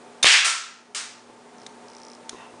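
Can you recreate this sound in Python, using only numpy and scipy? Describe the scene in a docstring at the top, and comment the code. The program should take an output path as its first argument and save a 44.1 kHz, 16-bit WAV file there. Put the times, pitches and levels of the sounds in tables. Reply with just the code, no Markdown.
"""A small hand-held cannon fires in a quiet kitchen: the charge pops, rings the barrel and the room roars back.
A plastic trigger snaps just before it, as pushes, a spring ping and ringing noise, and clicks again later.
The shot strikes a hollow cupboard, then drops: cracks of noise, room tails and close beating modes.
Something ticks at mains rate, a hand knocks and rubs the tube, and a fridge hums in filtered noise.
One microphone hears it all; a limiter holds the bang down and a slower gain control creeps back up."""
import sys
import numpy as np
from scipy import signal
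from scipy.fft import rfft, irfft, next_fast_len
from scipy.io import wavfile
from scipy.ndimage import uniform_filter1d, map_coordinates

SR = 44100
rng = np.random.default_rng(int(sys.argv[2]) if len(sys.argv) > 2 else 0)


def int16_out(signal):
    """Quantize to a 16-bit WAV file."""
    q = np.round(np.clip(np.atleast_2d(signal).T, -1, 1) * 32767)
    wavfile.write(sys.argv[1], SR, q.astype(np.int16))


def invert_db(x):
    """Field ratio 10**(x/20) for x, a level in decibels (scalar or array-like)."""
    u = np.asarray(x, float) / 20
    return 10 ** u


N = 114660


def unit(x):
    """Scale a sound to rms 1."""
    return x / np.sqrt(np.mean(x ** 2) + 1e-20)


def along(points, hz):
    """Read a curve of (Hz, value) points on a log frequency axis."""
    f, value = np.transpose(points)
    return np.interp(np.log(hz + 1), np.log(f + 1), value)


def filtered(x, response):
    """Multiply the spectrum of x by a complex response of frequency."""
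    size = next_fast_len(N + SR // 2)
    hz = np.fft.rfftfreq(size, 1 / SR)
    return irfft(rfft(x, size) * response(hz), size)[..., :N]


def noise(colour):
    """Noise of rms 1 coloured by (Hz, dB) points."""
    return unit(filtered(rng.standard_normal(N), lambda hz: invert_db(along(colour, hz))))


def resonance(f, centre_hz, width_hz, db):
    """Complex response of one damped resonance, peaking at its centre."""
    damping = 1j * f * width_hz
    return invert_db(db) * damping / (centre_hz ** 2 - f * f + damping)


def resonant(modes):
    """Noise of rms 1 through parallel resonances whose signs alternate."""
    def response(f):
        return sum((-1) ** k * resonance(f, *mode) for k, mode in enumerate(modes))
    return unit(filtered(rng.standard_normal(N), response))


def since(s):
    """Seconds after s, zero before."""
    return np.clip(np.arange(N) / SR - s, 0, None)


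def struck(s, db, t60, rise_s=0.00051):
    """An envelope that rises at s and dies away by 60 dB in t60 seconds."""
    t = since(s)
    return invert_db(db - 60 * t / t60) * (1 - np.exp(-t / rise_s))


def push(s, db, width_s):
    """A pressure step with its undershoot, starting downwards."""
    u = since(s) / width_s
    return -invert_db(db) * (u > 0) * (1 - u) * np.exp(-u)


# How long the kitchen rings. Each row: frequency in Hz, t60 in seconds.
KITCHEN_T60 = [(100, 0.15), (400, 0.32), (1200, 0.6), (3000, 0.5), (6000, 0.52), (10000, 0.35)]


def room(s, db, colour, rise_s, hold_s=0):
    """The kitchen's answer to a sound at s: it builds up, holds, then each frequency dies at its own speed."""
    hz, t, spectra = signal.stft(colour, SR, nperseg=256)
    decaying_s = np.clip(t - s - hold_s, 0, None)
    fade = invert_db(-60 * decaying_s / along(KITCHEN_T60, hz)[:, None])
    tail = signal.istft(spectra * fade, SR, nperseg=256)[1][:N]
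    return invert_db(db) * tail * (1 - np.exp(-since(s) / rise_s))


# The muzzle pop and its first wall returns. Each row: start in seconds, level in dB before filtering.
MUZZLE_POPS = [(0.2444, 10), (0.2461, 5), (0.2615, 7), (0.2643, 2)]
POP_S, MIC_LOW_HZ = 0.00024, 382  # pop width, low edge of the microphone for the pops
BARREL_HZ, BARREL_WIDTH_HZ, BARREL_DB = 2540, 550, 5
# Colour of the room's roar. Each row: frequency in Hz, relative level in dB per Hz.
ROAR_COLOUR = [(88, -84), (150, -45.5), (385, -28.5), (1360, -15), (1620, -9.5), (2280, -7.5), (2490, -4),
               (3080, -8), (9270, -20), (10500, -30), (13600, -68), (22000, -120)]
ROAR_S, ROAR_DB, ROAR_RISE_S = 0.248, -3, 0.008
# The main body of sound coming back from the far end
SURGE_S, SURGE_DB, SURGE_RISE_S, SURGE_HOLD_S = 0.2665, 7, 0.004, 0.017


def bang():
    """The pop rings the barrel and returns from near walls, then the room roars and surges."""
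    def muzzle(f):
        low_cut = 1j * f / (MIC_LOW_HZ + 1j * f)
        return low_cut + resonance(f, BARREL_HZ, BARREL_WIDTH_HZ, BARREL_DB)

    pops = filtered(sum(push(s, db, POP_S) for s, db in MUZZLE_POPS), muzzle)
    roar = room(ROAR_S, ROAR_DB, noise(ROAR_COLOUR), ROAR_RISE_S)
    surge = room(SURGE_S, SURGE_DB, noise(ROAR_COLOUR), SURGE_RISE_S, SURGE_HOLD_S)
    return pops + roar + surge


# Trigger clicks, each with its lead-in tick or bounce. Each row: start in seconds, ring level in dB,
# t60 in seconds, blunt push in dB, spring ping in dB over the ring.
TRIGGER_CLICKS = [(0.227, -26, .05, -40, -10), (0.2287, -12, .13, 0, 1), (1.6643, -32, .015, -25, -4),
                  (1.667, -35, .02, -34, -12), (2.2915, -39, .03, -50, -12), (2.2938, -20, .015, -18, -5)]
# Resonances of the trigger plastic. Each row: centre in Hz, width in Hz, relative level in dB.
TRIGGER_PLASTIC = [(1330, 1700, -17), (2130, 440, -6), (3770, 500, -2.5), (5600, 1300, -7),
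                   (6370, 360, -0.5), (7050, 790, -9.5), (9560, 660, -8.5)]
CLICK_ROOM_DB = -27.5  # over the ring
PUSH_S, PUSH_LATE_S = 0.000066, 0.0005
PING_HZ, PING_RISE_S = 3630, 0.0017


def trigger():
    """Each click pushes once, pings a spring, shakes the plastic resonances and wakes the room a little."""
    out = np.zeros(N)
    for s, ring_db, t60, push_db, ping_db in TRIGGER_CLICKS:
        out += push(s + PUSH_LATE_S, push_db, PUSH_S)
        out += struck(s, ring_db, t60) * resonant(TRIGGER_PLASTIC)
        spring = np.sin(2 * np.pi * PING_HZ * since(s))
        out += struck(s, ring_db + ping_db, t60, PING_RISE_S) * spring
        out += room(s, ring_db + CLICK_ROOM_DB, resonant(TRIGGER_PLASTIC), rise_s=0.014)
    return out


# Close modes of the hollow cupboard. Each row: frequency in Hz, relative level in dB.
HOLLOW_MODES = [(1300, -6), (1332, -8), (1370, -4.5)]


def hollow():
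    """Close modes that beat against each other, each from a chance phase."""
    t = np.arange(N) / SR
    return sum(invert_db(db) * np.sin(2 * np.pi * (hz * t + rng.random())) for hz, db in HOLLOW_MODES)


# The shot striking, then dropping. Each row: start in seconds, crack level in dB, room level in dB,
# rise of room and ring in seconds, hollow ring level in dB.
SHOT_LANDINGS = [(0.444, -16, -5.5, 0.0078, -12), (0.9475, -17, -20, 0.0075, -51.5)]
# Colour of crack and room tail. Each row: frequency in Hz, relative level in dB per Hz.
LANDING_COLOUR = [(180, -77), (300, -26), (490, -21), (850, -15.5), (1330, -8), (1450, -8), (9050, -8),
                  (10000, -13.5), (10500, -70), (13600, -62), (22000, -120)]
CRACK_T60_S, CRACK_RISE_S, HOLLOW_T60_S = 0.036, 0.0005, 0.58
THUMP_S, THUMP_DB, THUMP_WIDTH_S = 0.447, -45, 0.002


def landings():
    """Far cracks, mostly heard through the room, with a hollow ring and one thump as a smooth pressure bump."""
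    from_thump = (np.arange(N) / SR - THUMP_S) / THUMP_WIDTH_S
    out = invert_db(THUMP_DB) * np.exp(-0.5 * from_thump ** 2)
    for s, crack_db, room_db, rise_s, ring_db in SHOT_LANDINGS:
        out += struck(s, crack_db, CRACK_T60_S, CRACK_RISE_S) * noise(LANDING_COLOUR)
        out += room(s, room_db, noise(LANDING_COLOUR), rise_s)
        out += struck(s, ring_db, HOLLOW_T60_S, rise_s) * hollow()
    return out


# Spells of ticking. Each row: start in seconds, end in seconds, level in dB.
TICKING_SPELLS = [(1.575, 1.64, -35), (1.878, 1.945, -33.5), (1.945, 2.158, -30), (2.158, 2.175, -41)]
# Ringing modes of one tick. Each row: frequency in Hz, damping width in Hz, relative level in dB.
TICK_MODES = [(4200, 770, -6.5), (5220, 600, -1), (5730, 880, 2.5), (6430, 1100, -6), (7200, 1700, -19),
              (9260, 890, -9)]
TICK_HZ, TICK_AT_S, TICK_RISE_S = 60, 2.0002, 0.0008  # mains rate, time of one tick, onset
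TICK_SCATTER_DB, TICK_DETUNE = 1.8, 0.02  # spread of each mode's level and relative pitch


def ticking():
    """Short bright bursts of damped modes, one per mains cycle, while a spell lasts."""
    times = TICK_AT_S + np.arange(-30, 12) / TICK_HZ
    scatter_db = TICK_SCATTER_DB * rng.standard_normal((len(times), len(TICK_MODES)))
    detune = 1 + TICK_DETUNE * rng.standard_normal(scatter_db.shape)
    t = np.arange(SR // 50) / SR
    onset = 1 - np.exp(-t / TICK_RISE_S)
    out = np.zeros(N)
    for s, extra_db, tune in zip(times, scatter_db, detune):
        ring = np.zeros(len(t))
        for (hz, width_hz, db), extra, ratio in zip(TICK_MODES, extra_db, tune):
            decay = np.exp(-np.pi * width_hz * t / 2)
            ring += invert_db(db + extra) * decay * np.sin(2 * np.pi * hz * ratio * t)
        level = sum(invert_db(db) for start, end, db in TICKING_SPELLS if start <= s < end)  # zero between spells
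        out[round(s * SR):][:len(t)] += level * ring * onset
    return out


# Fingers knocking the tube. Each row: start in seconds, level in dB.
FINGER_KNOCKS = [(1.298, -36), (2.3305, -31), (2.346, -31), (2.54, -37)]
# Dull modes of a knock. Each row: frequency in Hz, relative level in dB.
KNOCK_MODES = [(380, 0), (1050, -1.72)]
KNOCK_T60_S = 0.023
# Resonances of the tube under a sliding hand. Each row: centre in Hz, width in Hz, relative level in dB.
TUBE_MODES = [(1000, 140, 5), (1930, 130, -2.5), (2680, 81, 3.5), (3680, 78, -8)]
RUB_S, RUB_SPREAD_S, RUB_DB = 2.42, 0.047, -46  # middle and spread of the slide's bell-shaped swell


def hand():
    """Dull finger knocks as damped sines and one slide that sounds the tube with resonant noise."""
    swell = np.exp(-0.5 * ((np.arange(N) / SR - RUB_S) / RUB_SPREAD_S) ** 2)
    out = invert_db(RUB_DB) * swell * resonant(TUBE_MODES)
    for s, db in FINGER_KNOCKS:
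        for hz, mode_db in KNOCK_MODES:
            out -= struck(s, db + mode_db, KNOCK_T60_S) * np.sin(2 * np.pi * hz * since(s))
    return out


# Colour of the fridge and air noise. Each row: frequency in Hz, relative level in dB per Hz.
AIR_COLOUR = [(15, -45), (25, -47), (60, -27), (105, -26.5), (190, -13.5), (270, -10.5), (424, -8),
              (860, -12), (1260, -14.5), (1460, -17.5), (3500, -25.5), (8800, -29.5), (10500, -31)]
# Fuzzy hum lines. Each row: centre in Hz, width in Hz, relative level in dB.
HUM_LINES = [(116.4, 5.7, -12), (416, 8.7, -1), (725, 16, -5.5), (892, 16, -0.5)]
AIR_DB, HUM_DB = -48.5, -53
MAINS_HZ, MAINS_DB = 241, -53


def kitchen():
    """Fridge and air noise, fuzzy hum lines and one steadier mains tone whose phase wavers."""
    t = np.arange(N) / SR
    waver = map_coordinates(rng.standard_normal(40), [t * 12])  # 12 chance points a second, smoothly joined
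    mains = invert_db(MAINS_DB) * np.sin(2 * np.pi * MAINS_HZ * t + 0.27 * waver)
    return invert_db(AIR_DB) * noise(AIR_COLOUR) + invert_db(HUM_DB) * resonant(HUM_LINES) + mains


def scene():
    """Everything reaches one microphone, the same on both channels."""
    mono = bang() + trigger() + landings() + ticking() + hand() + kitchen()
    return np.tile(mono, (2, 1))


def level_db(x, window_s):
    """Running rms level in dB."""
    power = uniform_filter1d(x ** 2, max(int(window_s * SR), 1))
    return 10 * np.log10(np.abs(power) + 1e-12)


def follow_db(x, start_db, share, window_s, release_db_per_s):
    """Gain in dB that drops just after the level passes start_db and climbs back at a steady rate."""
    late = max(int(window_s * SR), 2)
    climb_db = release_db_per_s * np.arange(N) / SR
    cut_db = np.minimum(0, share * (start_db - level_db(x, window_s)))
    # the deepest cut so far, counting how far each has climbed back
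    gain_db = np.minimum.accumulate(cut_db - climb_db) + climb_db
    return uniform_filter1d(np.pad(gain_db, (late, 0))[:N], late)


def top_cut(x):
    """Nothing passes above the cut-off."""
    return signal.sosfilt(signal.butter(12, 11280, fs=SR, output="sos"), x)


GAIN_FROM_DB, GAIN_SHARE, GAIN_S, RECOVER_DB_PER_S = -29, 0.36, 0.025, 9.5
CEILING_DB, LIMIT_SHARE, LIMIT_S, LIMIT_RELEASE_DB_PER_S = -13, 0.91, 0.0016, 882
TOP_HZ = 10150


def record(dry):
    """A slow gain control that creeps back up, a fast limiter, hard overload and a steep treble limit."""
    x = dry[0]
    x = x * invert_db(follow_db(x, GAIN_FROM_DB, GAIN_SHARE, GAIN_S, RECOVER_DB_PER_S))
    x = x * invert_db(follow_db(x, CEILING_DB, LIMIT_SHARE, LIMIT_S, LIMIT_RELEASE_DB_PER_S))
    overloaded = np.clip(x, -0.85, 0.85)
    mono = filtered(overloaded, lambda hz: 1 / (1 + (hz / TOP_HZ) ** 80))
    return top_cut(np.tile(mono, (2, 1)))


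dry = scene()
out = record(dry)
int16_out(out)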